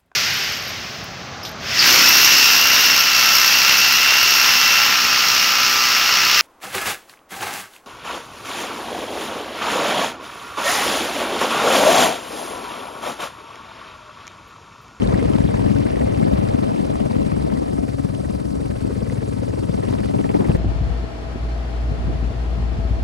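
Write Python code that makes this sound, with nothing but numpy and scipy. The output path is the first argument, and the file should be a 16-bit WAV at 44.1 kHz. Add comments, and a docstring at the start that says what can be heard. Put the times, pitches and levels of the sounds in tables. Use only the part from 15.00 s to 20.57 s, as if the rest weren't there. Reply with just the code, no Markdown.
"""At the open door of a three-bladed helicopter in a low hover, the microphone is held in the downwash.
Each blade sends down a tip vortex, a filtered pulse that thumps past, and a gust, pulsing noise that
buffets the microphone; some vortices hit it squarely as damped swings of pressure with a rough crack.
Behind this the blades knock, chuff and swish (pulses and noise bursts timed by the blade passes),
the tail rotor drones and the gearbox whines (wavering sines), and the turbine hisses (noise)."""
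import sys
import numpy as np
from scipy import signal
from scipy.fft import rfft, irfft
from scipy.io import wavfile
from scipy.ndimage import uniform_filter1d, map_coordinates

SR = 44100
rng = np.random.default_rng(int(sys.argv[2]) if len(sys.argv) > 2 else 0)


def wav_record(signal):
    """Record a signal, one row per channel, as 16-bit PCM in the file named by sys.argv[1]."""
    frames = np.transpose(np.atleast_2d(signal))
    bounded = np.clip(frames, -1, 1)
    # unit amplitude maps onto the largest positive 16-bit level
    quanta = np.round(bounded * 32767).astype(np.int16)
    wavfile.write(sys.argv[1], SR, quanta)


N = 245637
T = np.arange(N) / SR
HZ = np.fft.rfftfreq(N, 1 / SR)
BLADE_HZ, BLADES = 19.33, 3  # blade passes per second, blades on the main rotor

# Tip vortices drifting to and from the door. Each row: time in s, arrival in blade periods, relative level in dB.
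VORTEX_DRIFT = [(0, 0.63, -12), (.3, 0.56, -13.5), (.5, 0.63, -10), (.85, 0.63, -9.5), (1.0, 0.74, -22),
                (1.15, 0.77, -8.5), (1.5, 0.91, -10.5), (1.7, 0.74, -21), (2.1, 0.86, -15),
                (2.65, 0.91, -20.5), (3.05, 0.97, -14.5), (3.5, 0.96, -19.5), (3.8, 0.92, -15),
                (4.6, 0.91, -14), (5.57, 0.87, -16)]
# Gust under each blade. Each row: time in s, arrival in blade periods, relative depth in dB,
# relative strength on the ports in dB.
BLADE_GUST = [(0, 0.94, 2.5, 4), (.7, 0.8, 0.5, 3.5), (.95, 1, 2, 3.2), (1.45, 0.93, -1.5, 4.5),
              (1.75, 1, 0.2, 2.2), (2.25, 0.82, -0.2, 2.5), (2.6, 0.82, 0.7, 1.4), (3, .95, 3.5, -4),
              (3.5, 0.7, -1, -3), (3.8, 0.59, -0.5, -4), (4.2, 0.62, 1.5, -4), (4.7, 0.52, 3.5, -3),
              (4.9, 0.45, 4.5, 1.5), (5.15, 0.51, 5, 0), (5.35, 0.47, 7, 1.5), (5.57, 0.39, 4.5, 2.5)]
# Downwash at the door, easing then returning. 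Each row: time in s, relative strength in dB.
DOWNWASH_DRIFT = [(0, 9), (.7, 8.5), (1.1, 6), (1.55, 7.5), (2.3, 3), (2.65, 1), (2.95, -2.5), (3.5, -4.5),
                  (4.1, 0), (4.55, -1), (4.9, 5.5), (5.25, 4), (5.57, 2.5)]
# Spectrum of the thin blade swish. Each row: frequency in Hz, relative density in dB per Hz.
SWISH_SPECTRUM = [(200, -8), (600, 17), (820, 6), (1100, 5), (1500, 5), (2100, -1.5), (2800, 2.5),
                  (4000, -18.5), (5000, -3), (6000, -18.5), (8000, -11), (12000, -10.5)]
# Right channel against left, for wind, air and bass layers; the air layers' top is opposite in phase.
# Each row: frequency in Hz, quieter by dB, phase lag in rad, likeness 0-1.
WIND_STEREO = [(60, 0, 0, .99), (90, 3, .3, .9), (125, 8.5, .7, .8), (160, 9.5, 1.9, .8),
               (210, 10, 2.3, .85), (260, 10, 2.8, .85), (320, 4.5, 2.95, .92), (420, 1.2, 3.14, .98),
               (850, .9, 3.14, .99), (1050, 1, 3.1, .96), (1500, 0, 3.3, .8), (3000, 0, 4.2, .7)]
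AIR_STEREO = [(60, 0, 0, .98), (300, 1, 0, .85), (1000, -1, -.3, .6), (1500, -2, -1.2, .5),
              (2000, 0, -.5, .75), (2800, .5, -1.8, .68), (3400, -.5, -1.3, .55), (4000, 0, -.55, .82),
              (5000, 1.3, -1.1, .68), (6000, 0, 0, .995), (7600, 0, 0, .995), (8400, 0, -.5, .8),
              (9800, 0, -1.4, .66), (11200, 0, -2.4, .75), (12100, 0, -np.pi, 1)]
BASS_STEREO = [(60, 0, 0, .99), (300, 2, 0, .85)]


def gain_of(db):
    """Decibels to amplitude."""
    return 10 ** (np.asarray(db) / 20)


def evened(x):
    """Scales to rms 1."""
    return x / np.sqrt(np.mean(x ** 2) + 1e-20)


def curves(rows, at=T):
    """Each column of a time table, joined by straight lines."""
    s, *columns = np.transpose(rows)
    return [np.interp(at, s, c) for c in columns]


def spectra(rows):
    """Each column of a frequency table, joined on a log axis."""
    f, *columns = np.transpose(rows)
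    return [np.interp(np.log(HZ + 1), np.log(f + 1), c) for c in columns]


def colour(x, spectrum):
    """Filters by a spectrum in dB, without phase shift."""
    return irfft(rfft(x) * gain_of(spectra(spectrum)[0]), N)


def wander(rate_hz):
    """Smooth chance of rms 1, up to about the given rate."""
    knots = rng.standard_normal(8192)
    return evened(map_coordinates(knots, [2 * rate_hz * T], order=2, mode="wrap"))


def stereo(pair, relation):
    """Two channels: the right carries the left's sound shifted, mixed with a sound of its own."""
    quieter_db, lag_rad, likeness = spectra(relation)
    likeness = np.clip(likeness, 0, 1)
    shared, own = rfft(pair)
    mixed = likeness * shared + np.sqrt(1 - likeness ** 2) * own
    right = mixed * gain_of(-quieter_db) * np.exp(-1j * lag_rad)
    return irfft(np.array([shared, right]), N)


def turbulence(level_db, spectrum, patch_db=0):
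    """Two unrelated noises of joint rms 1, one envelope; eddies lift and lower brief patches of the spectrum."""
    z = signal.stft(rng.standard_normal((2, N)), nperseg=256)[2]
    patches = uniform_filter1d(rng.standard_normal(z.shape[1:]), size=9, axis=0)  # across frequency
    patches = evened(uniform_filter1d(patches, size=3, axis=1))  # across time
    noise = signal.istft(z * gain_of(patch_db * patches), nperseg=256)[1][:, :N]
    return evened(colour(noise * gain_of(level_db), spectrum))


def blade_pass(arrival, sharpness, skew=0):
    """One hump per blade, with mean 0 and the power of a unit cosine; skew steepens its front."""
    angle = 2 * np.pi * (BLADE_HZ * T - arrival)
    hump = np.exp(sharpness * np.cos(angle - skew * (1 - np.cos(angle))))
    return evened(hump - hump.mean()) / np.sqrt(2)


def blade_burst(arrival, sharpness):
    """One short swell of height 1 per blade."""
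    return np.exp(sharpness * (np.cos(2 * np.pi * (BLADE_HZ * T - arrival)) - 1))


def blade_pulses(table, width_cycles, scatter_db, detune):
    """A few swings of pressure per blade; level and pitch stray from beat to beat."""
    arrival, hz, db = curves(table)
    age_s = ((BLADE_HZ * T - arrival + .5) % 1 - .5) / BLADE_HZ
    cycles = hz * np.exp(detune * wander(11)) * age_s
    wave = np.exp(-(cycles / width_cycles) ** 2) * np.cos(2 * np.pi * cycles)
    return [wave * gain_of(db + scatter_db * wander(8.0)), np.zeros(N)]


def thumps(level_db=2.0, jitter_s=0.000067):
    """Each tip vortex passes as one short push of pressure."""
    # Thump spectrum. Each row: frequency in Hz, relative level in dB.
    thump_spectrum = [(15, -55), (38, -34), (58, -10), (78, -3.5), (98, 7), (117, 9.5), (150, -5), (195, 8),
                      (250, -3.5), (330, -35), (600, -56), (2000, -100)]
    blade = np.arange(int(N / SR * BLADE_HZ))
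    arrival, size_db = curves(VORTEX_DRIFT, (blade + 1) / BLADE_HZ)
    late_s = jitter_s * rng.standard_normal(len(blade))
    at = np.round(((blade + arrival) / BLADE_HZ + late_s) * SR).astype(int)
    pushes = np.zeros(N)
    pushes[np.clip(at, 0, N - 1)] = gain_of(size_db)
    pulse_peak = irfft(gain_of(spectra(thump_spectrum)[0]), N)[0]
    pulses = colour(pushes, thump_spectrum) / pulse_peak
    return gain_of(level_db) * stereo([pulses, np.zeros(N)], WIND_STEREO)


def churn(level_db=-30, lead=0.032, sharpness=1.7, follow=0.26, wake_share=0.1):
    """Each tip vortex is wrapped in a burst of churned air; lead in blade periods."""
    # Churned-air spectrum. Each row: frequency in Hz, relative density in dB per Hz.
    churn_spectrum = [(80, -4), (170, -4), (280, 3), (420, -11), (650, -7.5), (1000, -29), (1600, -40),
                      (5000, -91)]
    arrival, size_db = curves(VORTEX_DRIFT)
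    burst = blade_burst(arrival - lead, sharpness)
    flow_db = follow * curves(DOWNWASH_DRIFT)[0] + wake_share * size_db
    air = evened(burst * turbulence(flow_db, churn_spectrum))
    return gain_of(level_db) * stereo(air, WIND_STEREO)


def buffeting(level_db=-20, eddy_db=1.0, eddy_hz=110):
    """Downwash on the ports: a gust per blade, broken into small eddies."""
    # Buffet spectrum. Each row: frequency in Hz, relative density in dB per Hz.
    buffet_spectrum = [(50, -79), (90, -22), (130, -4), (200, 1), (280, 1), (400, -4), (600, -8.5),
                       (820, -14), (1020, -19.5), (1300, -29), (1700, -39), (3000, -43), (6000, -66),
                       (12000, -95)]
    arrival, depth_db, strength_db = curves(BLADE_GUST)
    gust_db = depth_db * blade_pass(arrival, sharpness=0.21, skew=0.23)
    flow_db = strength_db + eddy_db * wander(eddy_hz) + gust_db
    return gain_of(level_db) * stereo(turbulence(flow_db, buffet_spectrum, patch_db=2.0), WIND_STEREO)


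def slaps(body_db=-2.0, crack_db=-2, body_rise_s=0.0016, crack_rise_s=0.0007, lead_s=0.0029):
    """A vortex hitting a port: a rough crack, then a few heavily damped swings of pressure."""
    # Hits. Each row: time in s (lead_s after onset), relative level in dB, crack against body in dB, pitch in Hz.
    hits = [(0.025, -5, -32, 198), (0.142, -3, -25, 174), (0.305, -4, -23, 260), (0.357, -2.5, -21, 210),
            (0.407, -2, -28, 181), (0.454, -3, -27, 200), (0.666, -6.5, -11, 238), (0.717, -5, -20, 250),
            (1.048, -7.5, -28, 200), (1.228, -8.5, -28, 180), (1.335, -3, -35, 173), (1.354, -8, -30, 220),
            (1.495, -8, -32, 185), (1.55, -1, -23, 226), (2.015, -8.5, -19, 238), (2.119, -10, -27, 217),
            (2.167, -6.5, -24, 223), (2.216, -7.5, -30, 194), (2.266, -6.5, -33, 218),
            (2.451, -6, -22, 274), (2.687, -20, -20, 235), (3.051, -8.5, -13, 225), (3.704, -7, -27, 220),
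            (3.851, -5.5, -26, 267), (4.837, -11, -7, 332), (4.882, -8.5, -17, 238), (4.93, -8, -12, 330),
            (5.352, -3, -20, 340), (5.399, -8, -10, 265), (5.497, -3, -18, 127), (5.551, -5, -26, 121)]
    # Crack spectrum. Each row: frequency in Hz, relative density in dB per Hz.
    crack_spectrum = [(300, 6), (550, 17), (1000, 12), (1400, -5), (2500, -12), (5000, -14), (12000, -65)]
    body, crack = np.zeros((2, N)), np.zeros((2, N))
    grit = turbulence(0, crack_spectrum)
    for s, db, bright_db, hz in hits:
        since_s = np.maximum(T - s + lead_s, 0)
        near = (since_s > 0) & (since_s < .05)
        age_s = since_s[near]
        u, v = age_s / body_rise_s, age_s / crack_rise_s
        swing = np.sqrt(2) * np.sin(2 * np.pi * hz * age_s)
        body[0, near] += gain_of(db) * u * np.exp(1 - u) * swing
        crack[:, near] += gain_of(db + bright_db) * v * np.exp(1 - v) * grit[:, near]
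    return stereo(gain_of(body_db) * body + gain_of(crack_db) * crack, WIND_STEREO)


def beats(width_cycles=0.74, scatter_db=1.5):
    """The blades' lift presses a slow, deep pulse into the cabin at each pass."""
    # Lift beat. Each row: time in s, arrival in blade periods, pitch in Hz, level in dB.
    lift_beats = [(0, 1.02, 61.7, -21), (1.35, 1, 62.6, -34), (1.7, 1.06, 68, -29), (2.2, 0.994, 67.6, -28),
                  (2.75, 1.12, 69.3, -35), (3.2, 1.08, 73, -27), (4.15, 1.077, 74, -23.5),
                  (5.2, 1.03, 76, -29), (5.57, 0.92, 76, -29)]
    return stereo(blade_pulses(lift_beats, width_cycles, scatter_db, detune=0.094), BASS_STEREO)


def whups(level_db=-1.5, width_cycles=1.33, scatter_db=3.0):
    """The hollow knock of each blade, heard through the air."""
    # Knock. Each row: time in s, arrival in blade periods, pitch in Hz, relative level in dB.
    knocks = [(0, .47, 560, -39), (.7, 0.52, 590, -38), (1.2, .66, 620, -40), (1.95, 0.88, 600, -32),
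              (2.3, 0.71, 550, -31), (2.7, 0.63, 577, -35.5), (3, 0.78, 540, -31.5),
              (3.3, 0.52, 560, -26.5), (3.6, 0.58, 477, -42), (3.9, 0.69, 473, -24), (4.55, .7, 483, -26),
              (4.8, 0.49, 454, -34.5), (5.57, 0.49, 440, -37)]
    pulses = blade_pulses(knocks, width_cycles, scatter_db, detune=0.079)
    return gain_of(level_db) * stereo(pulses, AIR_STEREO)


def jolts(width_cycles=1.03, scatter_db=2):
    """Each blade also shoves the air across the ports."""
    # Shove. Each row: time in s, arrival in blade periods, pitch in Hz, level in dB.
    shoves = [(0, 0.7, 282, -15), (.6, 0.75, 280, -27), (1, 0.69, 272, -34), (1.7, 0.82, 237, -17),
              (2.15, 0.96, 197, -19), (2.6, 0.97, 273, -15.5), (3, 0.88, 296, -46), (3.3, 0.77, 283, -10.5),
              (3.9, 0.63, 342, -26), (4.3, 0.7, 330, -28), (4.7, 0.78, 256, -8), (5, 0.45, 304, -42),
              (5.57, 0.3, 280, -20)]
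    return stereo(blade_pulses(shoves, width_cycles, scatter_db, detune=0.14), WIND_STEREO)


def chop(level_db=-41, depth_db=6, follow=0.31, glide=0.56, echo=0.72):
    """Each blade's puff has a reflection whose delay shrinks as the blade sweeps by: a hollow, rising 'whup'."""
    # Puff. Each row: time in s, arrival in blade periods, first comb peak at arrival in Hz, relative level in dB.
    comb_puffs = [(0, 0.5, 580, 9), (.9, 0.57, 716, 3), (1.3, 0.75, 640, 3.5), (2.7, 0.89, 675, 1.5),
                  (3.7, 0.68, 510, 3.5), (4.6, 0.73, 520, 3.5), (5, 0.51, 437, 1), (5.57, 0.32, 420, 4)]
    # Puff spectrum before the comb. Each row: frequency in Hz, relative density in dB per Hz.
    chop_spectrum = [(200, -14), (350, 9), (500, 2.5), (650, -3), (820, -11.5), (1200, -14), (1500, -15.5),
                     (1900, -38), (2400, -21), (3500, -43), (5500, -26.5), (12000, -50)]
    arrival, comb_hz, puff_db = curves(comb_puffs)
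    sweep = (BLADE_HZ * T - arrival + .5) % 1 - .5
    delay_samples = SR / (comb_hz * np.exp(glide * sweep))
    now = np.arange(N)
    puffs = turbulence(0, chop_spectrum, patch_db=3.5)
    combed = np.array([evened(n + echo * np.interp(now - delay_samples, now, n)) for n in puffs])
    pulse_db = depth_db * blade_pass(arrival, sharpness=0.15, skew=0.04) - depth_db / 2
    flow_db = puff_db + follow * curves(DOWNWASH_DRIFT)[0] + pulse_db
    return gain_of(level_db) * stereo(combed * gain_of(flow_db), AIR_STEREO)


def chuffs(scatter_db=1.5, air_db=-10, stray=0.026):
    """A compact puff of torn air from each blade tip; stray in blade periods rms."""
    # Tip puff. Each row: time in s, arrival in blade periods, tightness (no unit), level in dB.
    tip_puffs = [(0, 0.4, 22, -16.5), (.6, 0.55, 12, -25.5), (1.1, 0.57, 24, -27.5), (1.9, 0.8, 16, -24),
                 (2.45, 0.87, 11, -25.5), (2.7, 0.83, 12, -29), (3.1, 0.95, 10, -30),
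                 (3.45, 0.81, 12, -33.5), (4, 0.74, 10, -36), (4.6, 0.63, 10, -37), (5.1, 0.78, 12, -29),
                 (5.57, 0.83, 10, -39)]
    # Tip puff spectrum. Each row: frequency in Hz, relative density in dB per Hz.
    chuff_spectrum = [(300, -7), (550, 8.5), (800, 0), (1130, 4.5), (1400, -9.5), (2000, -15.5),
                      (3000, -18.5), (5000, -25.5), (12000, -65)]
    arrival, tightness, db = curves(tip_puffs)
    burst = blade_burst(arrival + stray * wander(8), tightness) * gain_of(db + scatter_db * wander(5.6))
    puff = turbulence(0, chuff_spectrum, patch_db=6) * burst
    swapped = puff[::-1]  # the two noises change places
    return stereo(puff, WIND_STEREO) + gain_of(air_db) * stereo(swapped, AIR_STEREO)


def crossings(tightness=16, scatter_db=3.0, air_db=-4):
    """A lighter slap as each blade cuts an older vortex drifting through the rotor, a little earlier each time."""
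    # Drifting vortices. Each row: start in s, end in s, first and last arrival in blade periods, level in dB.
    old_vortices = [(0, .95, 1.2, 1, -36), (0.798, 1.9, 1.267, 1, -34), (1.955, 2.56, .64, 0.35, -35),
                    (3.548, 4.3, .74, 0.31, -34), (4.05, 4.55, .62, .35, -41),
                    (4.74, 5.57, 0.48, 0.25, -32.5)]
    # Slap spectrum. Each row: frequency in Hz, relative density in dB per Hz.
    crossing_spectrum = [(200, 4), (450, 12), (750, 2), (1100, -5.5), (2100, -3), (2900, -6), (5000, -22),
                         (12000, -57)]
    slap = np.zeros(N)
    for start, end, first, last, db in old_vortices:
        along = np.clip((T - start) / (end - start), 0, 1)
        fade = np.sqrt(abs(np.sin(np.pi * along)))
        slap += gain_of(db) * fade * blade_burst(first + (last - first) * along, tightness)
    slap = slap * gain_of(scatter_db * wander(11))
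    on_ports = slap * turbulence(0, crossing_spectrum, patch_db=6)
    in_air = slap * turbulence(0, crossing_spectrum, patch_db=6)
    return stereo(on_ports, WIND_STEREO) + gain_of(air_db) * stereo(in_air, AIR_STEREO)


def huffs(sharpness=2, scatter_db=1.5, stray=0.06):
    """Each blade leaves a rounded, ragged, airy puff, sometimes together with its knock."""
    # Airy puff. Each row: time in s, arrival in blade periods, level in dB.
    airy_puffs = [(0, 0.86, -40), (.7, 0.81, -41.5), (1.3, 0.74, -43.5), (2, 0.7, -50.5),
                  (3.2, 0.75, -50.5), (4.1, 0.7, -51.5), (4.7, 0.75, -54), (5, 0.38, -53), (5.57, 0.4, -41)]
    # Airy puff spectrum. Each row: frequency in Hz, relative density in dB per Hz.
    huff_spectrum = [(900, -40), (1500, -2.5), (1850, 2.5), (2150, 0), (2500, -11), (4000, -35),
                     (8000, -70)]
    arrival, db = curves(airy_puffs)
    late = stray * wander(8)  # blade periods
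    swell = blade_burst(arrival + late, sharpness) * gain_of(db + scatter_db * wander(9))
    return stereo(turbulence(0, huff_spectrum, patch_db=4.5) * swell, AIR_STEREO)


def flicks(level_db=-51, arrival=0.758, sharpness=11, scatter_db=2, follow=0.19, stray=0.023):
    """Every blade gives a short swish as it passes the door; arrival and stray in blade periods."""
    burst = blade_burst(arrival + stray * wander(12.0), sharpness)
    flow_db = follow * curves(DOWNWASH_DRIFT)[0] + scatter_db * wander(11)
    swish = evened(burst * turbulence(flow_db, SWISH_SPECTRUM))
    return gain_of(level_db) * stereo(swish, AIR_STEREO)


def snaps(grit_db=-3, spray_db=-7, rise_s=.0009):
    """A blade cuts the vortex of the one before: a pitched snap through the air, a gritty jolt on the ports."""
    # Cuts. Each row: start in s, level in dB, pitch in Hz.
    cuts = [(0.226, -27, 1010), (0.283, -36, 1510), (0.334, -30, 980), (0.385, -26, 900), (0.489, -26, 744),
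            (.593, -23, 920), (0.641, -29, 1090), (.87, -27, 940), (.957, -30, 1910), (1.381, -35, 1300),
            (1.428, -30, 815), (1.476, -29, 1380), (2.001, -25.5, 580), (2.112, -29, 785),
            (2.156, -28, 1080), (2.366, -36, 950), (2.572, -36, 1070), (2.63, -30, 740), (2.78, -40, 900),
            (2.985, -35, 1200), (3.036, -38, 980), (3.14, -36, 890), (3.907, -33, 1120),
            (4.099, -29.5, 1990), (4.171, -45, 1110), (4.224, -37, 1100), (4.433, -41, 1100),
            (4.685, -43, 1210), (4.828, -32, 1910), (4.927, -25.5, 870), (4.987, -33, 1920),
            (5.033, -33, 1750), (5.138, -34, 1400), (5.242, -30, 1840), (5.292, -37, 1790),
            (5.443, -26, 880), (5.485, -26, 850), (5.517, -28, 2640)]
    # Grit spectrum. Each row: frequency in Hz, relative density in dB per Hz.
    grit_spectrum = [(300, -12), (600, 26), (1000, 9), (1400, -33), (2000, -22), (3000, -21), (5000, -24),
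                     (12000, -69)]
    push, ring = np.zeros(N), np.zeros((2, N))
    for s, db, hz in cuts:
        near = (T > s) & (T < s + .02)
        age_s = T[near] - s
        size = gain_of(db) * age_s / rise_s * np.exp(1 - age_s / rise_s)
        push[near] += size
        ring[0, near] += size * np.sin(2 * np.pi * hz * age_s)
    ring += gain_of(spray_db) * push * turbulence(0, SWISH_SPECTRUM)
    grit = turbulence(0, grit_spectrum) * push
    return stereo(ring, AIR_STEREO) + gain_of(grit_db) * stereo(grit, WIND_STEREO)


def squalls():
    """Short spells of dense roar blow in at the door."""
    # Spells. Each row: centre in s, half width in s, level in dB.
    spells = [(.15, 0.025, -25.5), (5.423, 0.02, -21), (5.504, 0.03, -21)]
    # Roar spectrum. Each row: frequency in Hz, relative density in dB per Hz.
    squall_spectrum = [(30, -31), (85, 6.5), (130, 9), (200, 8), (500, -11), (850, -13), (1200, -23),
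                       (2500, -32), (6000, -44), (12000, -70)]
    strength = sum(gain_of(db) * np.exp(-((T - s) / width_s) ** 2) for s, width_s, db in spells)
    return stereo(strength * turbulence(0, squall_spectrum), AIR_STEREO)


def rushing(level_db=-45, gust_share=0.7):
    """Air torn by the blades swishes overhead and rushes round the door frame."""
    # Rush spectrum. Each row: frequency in Hz, relative density in dB per Hz.
    rush_spectrum = [(500, -54), (820, 9), (1100, 1.5), (1550, -3.5), (2000, 0), (2700, -1.5), (3600, -7.5),
                     (4700, -9.5), (6000, -22), (12000, -52)]
    arrival, depth_db, _ = curves(BLADE_GUST)
    gust_db = gust_share * depth_db * blade_pass(arrival, sharpness=1.0, skew=0.19)
    flow_db = curves(DOWNWASH_DRIFT)[0] + gust_db
    return gain_of(level_db) * stereo(turbulence(flow_db, rush_spectrum, patch_db=4), AIR_STEREO)


def rumble(level_db=-31.5, follow=0.33, half_width_s=0.055):
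    """The cabin booms with the air at its open door, its level moved by large eddies."""
    # Large eddies. Each row: centre in s, relative rise in dB.
    large_eddies = [(.1, 10), (.4, -3), (.68, 4.5), (1.05, 6), (1.33, 9.5), (3.05, 2.5), (3.57, 2),
                    (4.14, 4.5), (4.92, 6.5), (5.5, -2)]
    # Boom spectrum. Each row: frequency in Hz, relative density in dB per Hz.
    rumble_spectrum = [(10, -56), (22, -42), (36, -18), (65, -2.5), (90, -6.5), (130, -11.5), (250, -15),
                       (400, -44), (800, -20), (3000, -100)]
    swell_db = sum(db * np.exp(-((T - s) / half_width_s) ** 2) for s, db in large_eddies)
    flow_db = follow * curves(DOWNWASH_DRIFT)[0] + swell_db
    return gain_of(level_db) * stereo(turbulence(flow_db, rumble_spectrum), BASS_STEREO)


def tail_rotor(level_db=-1, pass_hz=68.55, waver=0.0036, fade_db=3):
    """A low drone on the tail rotor's blade passes; its partials fade in and out in the moving air."""
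    # Partials. Each row: multiple of the blade-pass rate, relative level in dB.
    partials = [(1, -39), (2, -34), (3, -41.5), (4, -31.5)]
    turns = np.cumsum(pass_hz * (1 + waver * wander(2.737))) / SR
    drone = np.zeros(N)
    for k, db in partials:
        drone += gain_of(db + fade_db * wander(2.9)) * np.sin(2 * np.pi * (k * turns + rng.random()))
    return gain_of(level_db) * stereo([np.sqrt(2) * drone, np.zeros(N)], WIND_STEREO)


def gearbox(level_db=-3, waver=0.00428, fade_db=1.0):
    """Thin wavering whines carried through the airframe."""
    # Gear lines. Each row: frequency in Hz, relative level in dB.
    gear_lines = [(1075, -58.5), (1287, -54.5), (1502, -59), (1698, -60)]
    whine = np.zeros(N)
    for hz, db in gear_lines:
        turns = np.cumsum(hz * (1 + waver * wander(18))) / SR
        whine += gain_of(db + fade_db * wander(7.8)) * np.sin(2 * np.pi * turns)
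    return gain_of(level_db) * stereo([np.sqrt(2) * whine, np.zeros(N)], AIR_STEREO)


def hiss(level_db=-48.5, follow=0.048, swish_db=1.0, odd_blade_db=1.0):
    """Turbine and blade-tip hiss; one blade is louder, so it also swells once a revolution."""
    # Hiss spectrum. Each row: frequency in Hz, relative density in dB per Hz.
    hiss_spectrum = [(1000, 1), (2500, 4.5), (3600, 3.5), (4650, 9), (5400, 5.5), (6700, 0), (8700, 4.5),
                     (9700, 2.5), (10700, 5), (12300, -1.5), (15700, -6)]
    revolution = np.cos(2 * np.pi * (BLADE_HZ / BLADES * T - .6))
    blades_db = swish_db * blade_pass(0.87, sharpness=0.25) + odd_blade_db * revolution
    flow_db = follow * curves(DOWNWASH_DRIFT)[0] + blades_db
    return gain_of(level_db) * stereo(turbulence(flow_db, hiss_spectrum, patch_db=2.5), AIR_STEREO)


def ticks(rise_s=0.00052):
    """A few small, sharp, bright noise bursts stand out of the hiss."""
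    # Ticks. Each row: start in s, level in dB.
    tick_times = [(.785, -34), (1.487, -31.5), (4.889, -36)]
    # Tick spectrum. Each row: frequency in Hz, relative density in dB per Hz.
    tick_spectrum = [(1500, -25), (3500, -1), (4800, 3), (7000, -13.5), (12000, -14)]
    strength = np.zeros(N)
    for s, db in tick_times:
        age = np.maximum(T - s, 0) / rise_s
        strength += gain_of(db) * age * np.exp(1 - age)
    return stereo(strength * turbulence(0, tick_spectrum), AIR_STEREO)


def hollowed(pair):
    """Cuts a narrow, drifting hollow into the sound both channels share; its depth pulses with the blades."""
    # Hollow. Each row: time in s, mean centre in Hz.
    hollow_drift = [(0, 765), (1.3, 830), (2.05, 856), (2.4, 785), (2.9, 910), (3.3, 765), (4.2, 790),
                    (4.8, 775), (5.57, 700)]
    shared = pair.mean(0)
    hz, s, z = signal.stft(shared, SR, nperseg=1024, noverlap=896)
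    depth_db = 14 + 9 * np.cos(2 * np.pi * (BLADE_HZ * s - .2))
    centre_hz = curves(hollow_drift, s)[0] + 35 * np.interp(s, T, wander(5))
    dip = np.exp(-((hz[:, None] - centre_hz) / 115) ** 2)
    cut = signal.istft(z * gain_of(-depth_db * dip), SR, nperseg=1024, noverlap=896)[1][:N]
    return pair - shared + cut


def scene():
    """Wind on the microphone over the machine's own noise."""
    rotor = thumps() + churn() + beats() + whups() + jolts() + chop()
    rotor += chuffs() + crossings() + huffs() + flicks() + rushing()
    wind = buffeting() + slaps() + rumble()
    return hollowed(rotor + wind + hiss()) + snaps() + squalls() + tail_rotor() + gearbox() + ticks()


def record(dry, edge_hz=15750):
    """The deepest bass is rolled off and peaks near full scale are rounded; then the band limit."""
    # Microphone bass roll-off. Each row: frequency in Hz, gain in dB.
    bass_rolloff = [(5, -40), (24, -13), (33, -6), (45, 0)]
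    trimmed = colour(dry, bass_rolloff)
    rounded = trimmed / (1 + (trimmed / .95) ** 8) ** (1 / 8)
    low_pass = signal.firwin(511, edge_hz, window=("kaiser", 9), fs=SR)
    return signal.oaconvolve(rounded, low_pass[None], "same")


dry = scene()
out = record(dry)
wav_record(out)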